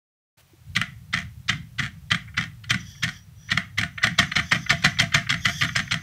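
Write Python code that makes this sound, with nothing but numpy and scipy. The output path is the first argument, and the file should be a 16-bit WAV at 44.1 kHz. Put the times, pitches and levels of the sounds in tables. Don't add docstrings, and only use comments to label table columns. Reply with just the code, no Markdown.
import sys
import numpy as np
from scipy import signal
from scipy.fft import rfft, irfft
from scipy.io import wavfile
from scipy.ndimage import uniform_filter1d

SR = 44100
rng = np.random.default_rng(int(sys.argv[2]) if len(sys.argv) > 2 else 0)


def to_wav(s):
    ch = np.atleast_2d(s).T
    pcm = np.round(np.clip(ch, -1, 1) * 32767)
    wavfile.write(sys.argv[1], SR, pcm.astype(np.int16))


N = 265482
TIME = np.arange(N) / SR
RING = TIME[:SR // 2]
LEAD_S = .006


def undb(db):
    return 10 ** (np.asarray(db) / 20)


def unit(x, span_s=None):
    head = x if span_s is None else x[:int(span_s * SR)]
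    return x / np.sqrt(np.mean(head ** 2) + 1e-18)


def fade(t60):
    return np.exp(-np.log(1000) * RING / t60)


def follow(points, where):
    return np.interp(where, *np.transpose(points))


def add(out, s, x):
    i = int(s * SR)
    out[i:i + len(x)] += x[:len(out) - i]


def noise():
    return rng.standard_normal(len(RING))


def colour(x, points):
    hz, db = np.transpose(points)
    size = 8192
    freqs = np.maximum(np.arange(size // 2 + 1) * SR / size, 1)
    gain = undb(np.interp(np.log(freqs), np.log(hz), db))
    cepstrum = irfft(np.log(gain))
    cepstrum[1:size // 2] *= 2
    cepstrum[size // 2 + 1:] = 0
    impulse = irfft(np.exp(rfft(cepstrum)))
    return signal.fftconvolve(x, impulse)[:len(x)]


def even(x, width_hz=450):
    spectrum = rfft(x)
    power = uniform_filter1d(np.abs(spectrum) ** 2, int(width_hz * len(x) / SR))
    return irfft(spectrum / np.sqrt(power + 1e-18), len(x))


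def walk(rate):
    hold = int(SR / rate)
    steps = np.repeat(rng.standard_normal(N // hold + 1), hold)
    return 0.71 * uniform_filter1d(steps, hold)[:N]


# [t/s, knock level/dB, brightness/dB, delay of the seating/s, seating level/dB]
KNOCKS = [(0.766, -15.5, -1, .0493, -15.5), (1.14, -18, -2, .0354, -25), (1.496, -14.5, 0, .034, -25),
          (1.795, -19, -0.5, .041, -26), (2.118, -14, -2.5, .029, -19.5), (2.38, -19, -2, .047, -28.5),
          (2.708, -14, 1, .036, -19), (3.035, -18, 5, .047, -42), (3.518, -15, 2, .0573, -11.5),
          (3.786, -18.5, 2.5, .049, -18), (4.042, -14.5, -1, .029, -16), (4.191, -10.5, 3.5, .038, -18.5),
          (4.368, -18, 0, .03, -19.5), (4.522, -13, 0, .03, -33), (4.707, -13, 2.5, .014, -28),
          (4.848, -11, 3.5, .015, -14), (5.0, -11, 6.5, .04, -24), (5.147, -11.5, 0.5, .03, -42),
          (5.305, -17.5, 3.5, .038, -20.5), (5.458, -15.5, 2, .037, -24), (5.623, -15.5, -4.5, .029, -22),
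          (5.763, -17.5, 6, .037, -19.5), (5.923, -20, 3.5, .02, -24)]


def knocks(chatter_trim_db=-2.5, bright_db=3.0, hollow_db=4, ping_hz=3250):
    out = np.zeros(N)
    for index, (s, db, bright, *_) in enumerate(KNOCKS):
        way = stroke(index, s)
        knock = blow(s, bright + bright_db, edge_db=-5.5, spread_s=0.0026, others_db=0)
        knock = colour(knock, [(2500, 0), (ping_hz, way["ping_db"]), (4500, 0)])
        add(out, s - LEAD_S, undb(db - .25 * way["ping_db"]) * knock)

        settling = np.exp(-(RING / way["chatter_s"]) ** 4)
        rattle = strike(grains(900, 9.7) * settling, s, bright_db=0)
        rattle = colour(rattle, [(700, hollow_db), (1000, 0)])
        add(out, s + .012, undb(way["chatter_db"] + chatter_trim_db) * unit(rattle, way["chatter_s"]))
    return out


def rebounds(rebound_bright_db=-6, seat_trim_db=-1.5, seat_bright_db=-4, spread_s=.0012, firm_db=-15,
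             blurring=0.13):
    out = np.zeros(N)
    for index, (s, db, bright, seat_s, seat_db) in enumerate(KNOCKS):
        way = stroke(index, s)
        bounce = blow(s, bright + rebound_bright_db, 0, spread_s, others_db=-11.5)
        add(out, s + way["rebound_s"] - LEAD_S, undb(db + way["rebound_db"]) * bounce)

        softness_db = max(firm_db - seat_db, 0)
        seat = blow(s, seat_bright_db, 0, spread_s * (1 + blurring * softness_db), others_db=-5)
        add(out, s + seat_s - LEAD_S, undb(seat_db + seat_trim_db) * seat)
    return out


def slides(edge_db=-9, rasp_db=4, rasp_hz=3300, low_db=-5, typical_db=-15, following=.4):
    out = np.zeros(N)
    for index, (stop_s, db, *_) in enumerate(KNOCKS):
        way = stroke(index, stop_s)
        s = stop_s - way["slide_s"]
        moving = RING < way["slide_s"]
        onset = 1 - np.exp(-RING / way["slide_rise_s"])
        force = even(grains(8000, 2.05) * moving) * moving * onset
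        scrape = strike(force, s, way["slide_bright_db"], edge_db)
        scrape = colour(scrape, [(700, low_db), (2000, 0), (rasp_hz, rasp_db), (6500, 0)])
        level_db = way["slide_db"] + following * (db - typical_db)
        add(out, s, undb(level_db) * unit(scrape, way["slide_s"]))
    return out


# [ping/dB, slide length/s, slide level/dB, slide brightness/dB, slide rise/s,
#  chatter length/s, chatter level/dB, rebound delay/s, rebound level against the knock/dB]
PUSH = dict(ping_db=(4, -1), slide_s=(.015, .0135), slide_db=(-29, -20), slide_bright_db=(8, 4.5),
        slide_rise_s=0.00069, chatter_s=(.032, 0.017), chatter_db=(-49, -21),
        rebound_s=0.0087, rebound_db=-6.5)
PULL = dict(ping_db=(-3, -4), slide_s=(.014, 0.013), slide_db=(-28, -27.5), slide_bright_db=(1, 0),
        slide_rise_s=0.0041, chatter_s=(0.062, 0.029), chatter_db=(-30.5, -23.5),
        rebound_s=.0085, rebound_db=-3.5)
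# [t/s, pace from 0 slow to 1 fast]
PACE = [(3.6, 0.021), (4.1, 1)]


def stroke(index, s):
    pace = follow(PACE, s)
    way = PULL if index % 2 else PUSH
    return {name: np.interp(pace, (0, 1), value) if np.ndim(value) else value
            for name, value in way.items()}


def grains(rate, spread_db):
    chance, size = rng.random(len(RING)), noise()
    sign = rng.choice([-1, 1], len(RING))
    return (chance < rate / SR) * sign * undb(spread_db * size)


def blow(s, bright_db, edge_db, spread_s, others_db):
    lead = int(LEAD_S * SR)
    force = undb(others_db) * grains(6000, 1.77) * np.exp(-np.abs(RING - LEAD_S) / spread_s)
    force[lead] += 1
    ring = strike(even(force) * fade(0.36), s, bright_db, edge_db)
    attack = ring[lead:lead + int(.005 * SR)]
    return ring / np.sqrt(np.mean(attack ** 2))


# [t/s, level/dB]
WEIGHT = [(.7, -4.5), (2.2, -3), (3.4, -1.5), (4.0, 3.5), (4.8, 7.5), (5.3, 1), (6.02, 3)]


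def strike(force, s, bright_db, edge_db=0):
    ring = signal.fftconvolve(force, housing())[:len(RING)]
    return colour(ring, [(620, follow(WEIGHT, s)), (1400, 0), (2300, 0),
                         (5000, bright_db), (9000, bright_db + edge_db)])


# [f/Hz, level/dB, t60/s]
HOUSING_MODES = [(480, -42.5, 0.14), (683.8, -12, 0.15), (747, -21, 0.18), (1320, -38, 0.082),
                 (1439, -4.5, 0.12), (1562, -7, 0.16), (1823.5, 5, 0.081), (2017, 1, 0.027),
                 (2030, 3, 0.025), (2328, 4.5, 0.034), (3119, 6.5, 0.026), (3232, 7.5, 0.023),
                 (3550, -7, 0.051), (4096, 0, 0.035), (4410, -3, 0.03), (5290, -1.5, 0.024),
                 (6010, -5.5, 0.031), (7500, -6, 0.021), (8240, -15, .11), (8780, -19.5, 0.11)]
# [f/Hz, level/dB]
HOUSING_SPECTRUM = [(150, -15.5), (280, -22), (500, -41), (700, -20), (930, -28.5), (1200, -7.5),
                    (1650, -7), (2000, 1.5), (2550, -12.5), (3150, -9), (4600, -22), (6200, -20.5),
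                    (9500, -35.5), (13000, -41), (15500, -69.5)]


def housing(modes_db=-5, scatter_t60=0.013, tail_db=-9, tail_t60=0.26, detune=0.0095, vary_db=3.5):
    modes = np.zeros(len(RING))
    for hz, db, t60 in HOUSING_MODES:
        level = undb(db + vary_db * rng.standard_normal())
        tuned_hz = hz * (1 + detune * rng.standard_normal())
        modes += level * fade(t60) * np.sin(2 * np.pi * (tuned_hz * RING + rng.random()))
    scatter = unit(noise() * fade(scatter_t60))
    tail = unit(noise() * fade(tail_t60))
    crack = unit((RING == 0).astype(float))
    dense = unit(even(crack + scatter)) * fade(0.71) + undb(tail_db) * tail
    return unit(colour(dense, HOUSING_SPECTRUM)) + undb(modes_db) * unit(modes)


# [t/s, level/dB, brightness/dB]
TAPS = [(2.2816, -44.5, -31), (2.346, -45, -8), (2.6425, -38.5, 16.5), (2.9538, -50.5, -12),
        (3.4932, -34, -3), (3.982, -26.5, -6.5), (4.0223, -31, -9), (4.32, -22, 2), (4.6666, -30, -11),
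        (4.8269, -32, 19), (4.9734, -34, -11), (5.1247, -30, 2), (5.272, -33.5, -15), (5.6922, -27, -5),
        (5.8785, -34, 1)]


def taps(bright_db=-2, firm_db=-26, dulling=0.47, spread_s=0.0026, blurring=0.044, low_db=-12, top_db=-9):
    out = np.zeros(N)
    for s, db, bright in TAPS:
        softness_db = max(firm_db - db, 0)
        dull_db = -dulling * softness_db
        tap = blow(s, bright + bright_db + dull_db, dull_db, spread_s * (1 + blurring * softness_db), others_db=0)
        tap = colour(tap, [(750, low_db), (1150, 0), (4200, 0), (5200, top_db)])
        add(out, s - LEAD_S, undb(db) * tap)
    return out


# [f/Hz, level/dB, t60/s]
DECK_MODES = [(87.4, -18, .2), (119.7, 19, 0.14), (141.4, 11, 0.29), (159, -13.5, 0.067), (215.9, 1, 0.26),
              (285, -42.5, 0.12)]
# [f/Hz, level/dB]
SHUDDER = [(40, -28), (85, -3.5), (125, -11.5), (172, 4), (230, -10), (320, -21.5), (500, -58.5),
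           (1000, -64)]


def deck(thump_db=-25.5, shudder_db=-24.5, yielding=0.56, shudder_t60=0.34, shudder_rise_s=0.013, click_db=-18):
    out = np.zeros(N)
    for s, db, _, seat_s, seat_db in KNOCKS:
        thump = np.zeros(len(RING))
        for hz, gain_db, t60 in DECK_MODES:
            tuned_hz = hz * (1 + 0.033 * rng.standard_normal())
            envelope = fade(t60) * (1 - np.exp(-RING / 0.0031))
            thump -= undb(gain_db) * envelope * np.cos(2 * np.pi * tuned_hz * RING)
        swelling = 1 - np.exp(-(RING / shudder_rise_s) ** 2)
        shudder = colour(noise(), SHUDDER) * fade(shudder_t60) * swelling
        boards = undb(thump_db) * unit(thump, 0.14) + undb(shudder_db) * unit(shudder, 0.054)
        add(out, s, undb(yielding * db) * boards)

        thud = colour(noise() * fade(0.034), SHUDDER)
        add(out, s + seat_s, undb(seat_db + click_db) * unit(thud, 0.01))
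    return out


# [t/s, level/dB]
RUB = [(2.7, -83), (2.8, -53.5), (2.91, -49), (3.0, -55.5), (3.17, -50.5), (3.3, -88), (3.39, -65),
       (3.49, -55.5), (3.65, -82), (4.1, -64), (4.48, -48), (4.95, -54.5), (5.25, -78), (5.46, -41),
       (5.59, -38), (5.72, -48.5), (6.02, -57)]
# [t/s, f/Hz]
RUB_PITCH = [(2.85, 5874), (3.0, 5677), (3.5, 5920), (4.48, 6150), (5.25, 5810), (5.46, 6634), (5.6, 6220)]
# [multiple of the main f at rest, width/Hz, level/dB]
RACE = [(0.301, 200, -2.5), (.36, 300, -21), (0.54, 221.3, -1.5), (.575, 260, 2), (0.798, 293, -4.5),
        (0.872, 200, -4), (.96, 250, -2.5), (1.039, 346, -5), (1.18, 900, -11), (2.12, 1400, -13)]
RACE_REST_HZ = 5820
SIDE_FOLLOWING = 0.21


def race(rub_db=2, flicker_db=2.5, own_flicker_db=2.5, grit_db=-13.5, waver=.006, firm_db=-48, spreading=.7):
    level_db = follow(RUB, TIME)
    pitch_hz = follow(RUB_PITCH, TIME) * (1 + waver * walk(8.3))
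    turns = np.cumsum(pitch_hz) / SR
    side_turns = SIDE_FOLLOWING * turns + (1 - SIDE_FOLLOWING) * RACE_REST_HZ * TIME
    others = np.zeros(N)
    for multiple, width_hz, gain_db in RACE:
        others += undb(gain_db + own_flicker_db * walk(24)) * whine(multiple * side_turns, width_hz)
    grit = unit(colour(rng.standard_normal(N), [(800, -30.5), (2000, -5), (6000, -6), (9000, -10),
                                                (13000, -11.5), (15500, -27)]))
    song = whine(turns, 110)
    share = undb(5.5 + spreading * (level_db - firm_db))
    rub = (song + share * (unit(others) + undb(grit_db) * grit)) / np.sqrt(1 + share ** 2)
    return rub * undb(level_db + rub_db + flicker_db * walk(120))


def whine(turns, width_hz):
    lowpass = signal.butter(2, width_hz / 2, fs=SR, output="sos")
    jitter = signal.sosfilt(lowpass, rng.standard_normal(N) + 1j * rng.standard_normal(N))
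    return unit((jitter * np.exp(2j * np.pi * turns)).real)


def grip(s=.533, hz=335, db=-54, t60=0.05):
    out = np.zeros(N)
    bump = np.sin(2 * np.pi * hz * RING) * fade(t60) * (1 - np.exp(-RING / 0.0022))
    add(out, s, undb(db) * unit(bump, 0.015))
    return out


# [t/s, level/dB]
RUMBLE_LEVEL = [(.37, -62), (.61, -56.5), (.68, -41), (2.9, -43), (3.3, -47), (4.3, -42), (5.55, -39),
                (6.02, -44.5)]
# [f/Hz, level/dB]
RUMBLE = [(20, -23.5), (40, -7), (75, 3.5), (115, 7), (160, 0.5), (220, -19.5), (320, -35), (500, -48.5),
          (1000, -42.5)]
# [f/Hz, level/dB]
AIR = [(100, -1), (350, -1), (700, 0), (2500, -0.5), (6000, -6), (12000, -9.5), (15500, -5.5)]


def outdoors(air_db=-62, swell_db=7, swell_end_s=0.421):
    rumble_db = follow(RUMBLE_LEVEL, TIME) + walk(9.1)
    rumble = unit(colour(rng.standard_normal(N), RUMBLE)) * undb(rumble_db)
    swell = swell_db * np.clip((swell_end_s - TIME) / .01, 0, 1)
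    air = unit(colour(rng.standard_normal(N), AIR))
    return rumble + undb(air_db + swell) * air


def scene():
    bearing = knocks() + rebounds() + slides() + taps()
    return (bearing + deck() + race() + grip() + outdoors())[None]


def record(dry, start_s=.37, low_cut_hz=42, ceiling=.88, top_hz=15600):
    opened = np.clip((TIME - start_s) / .01, 0, 1)
    low_cut = signal.butter(2, low_cut_hz, "high", fs=SR, output="sos")
    thin = signal.sosfilt(low_cut, dry * opened)
    rounded = ceiling * np.tanh(thin / ceiling)
    top_cut = signal.ellip(10, .2, 80, top_hz, fs=SR, output="sos")
    return signal.sosfilt(top_cut, rounded)


dry = scene()
out = record(dry)
to_wav(out)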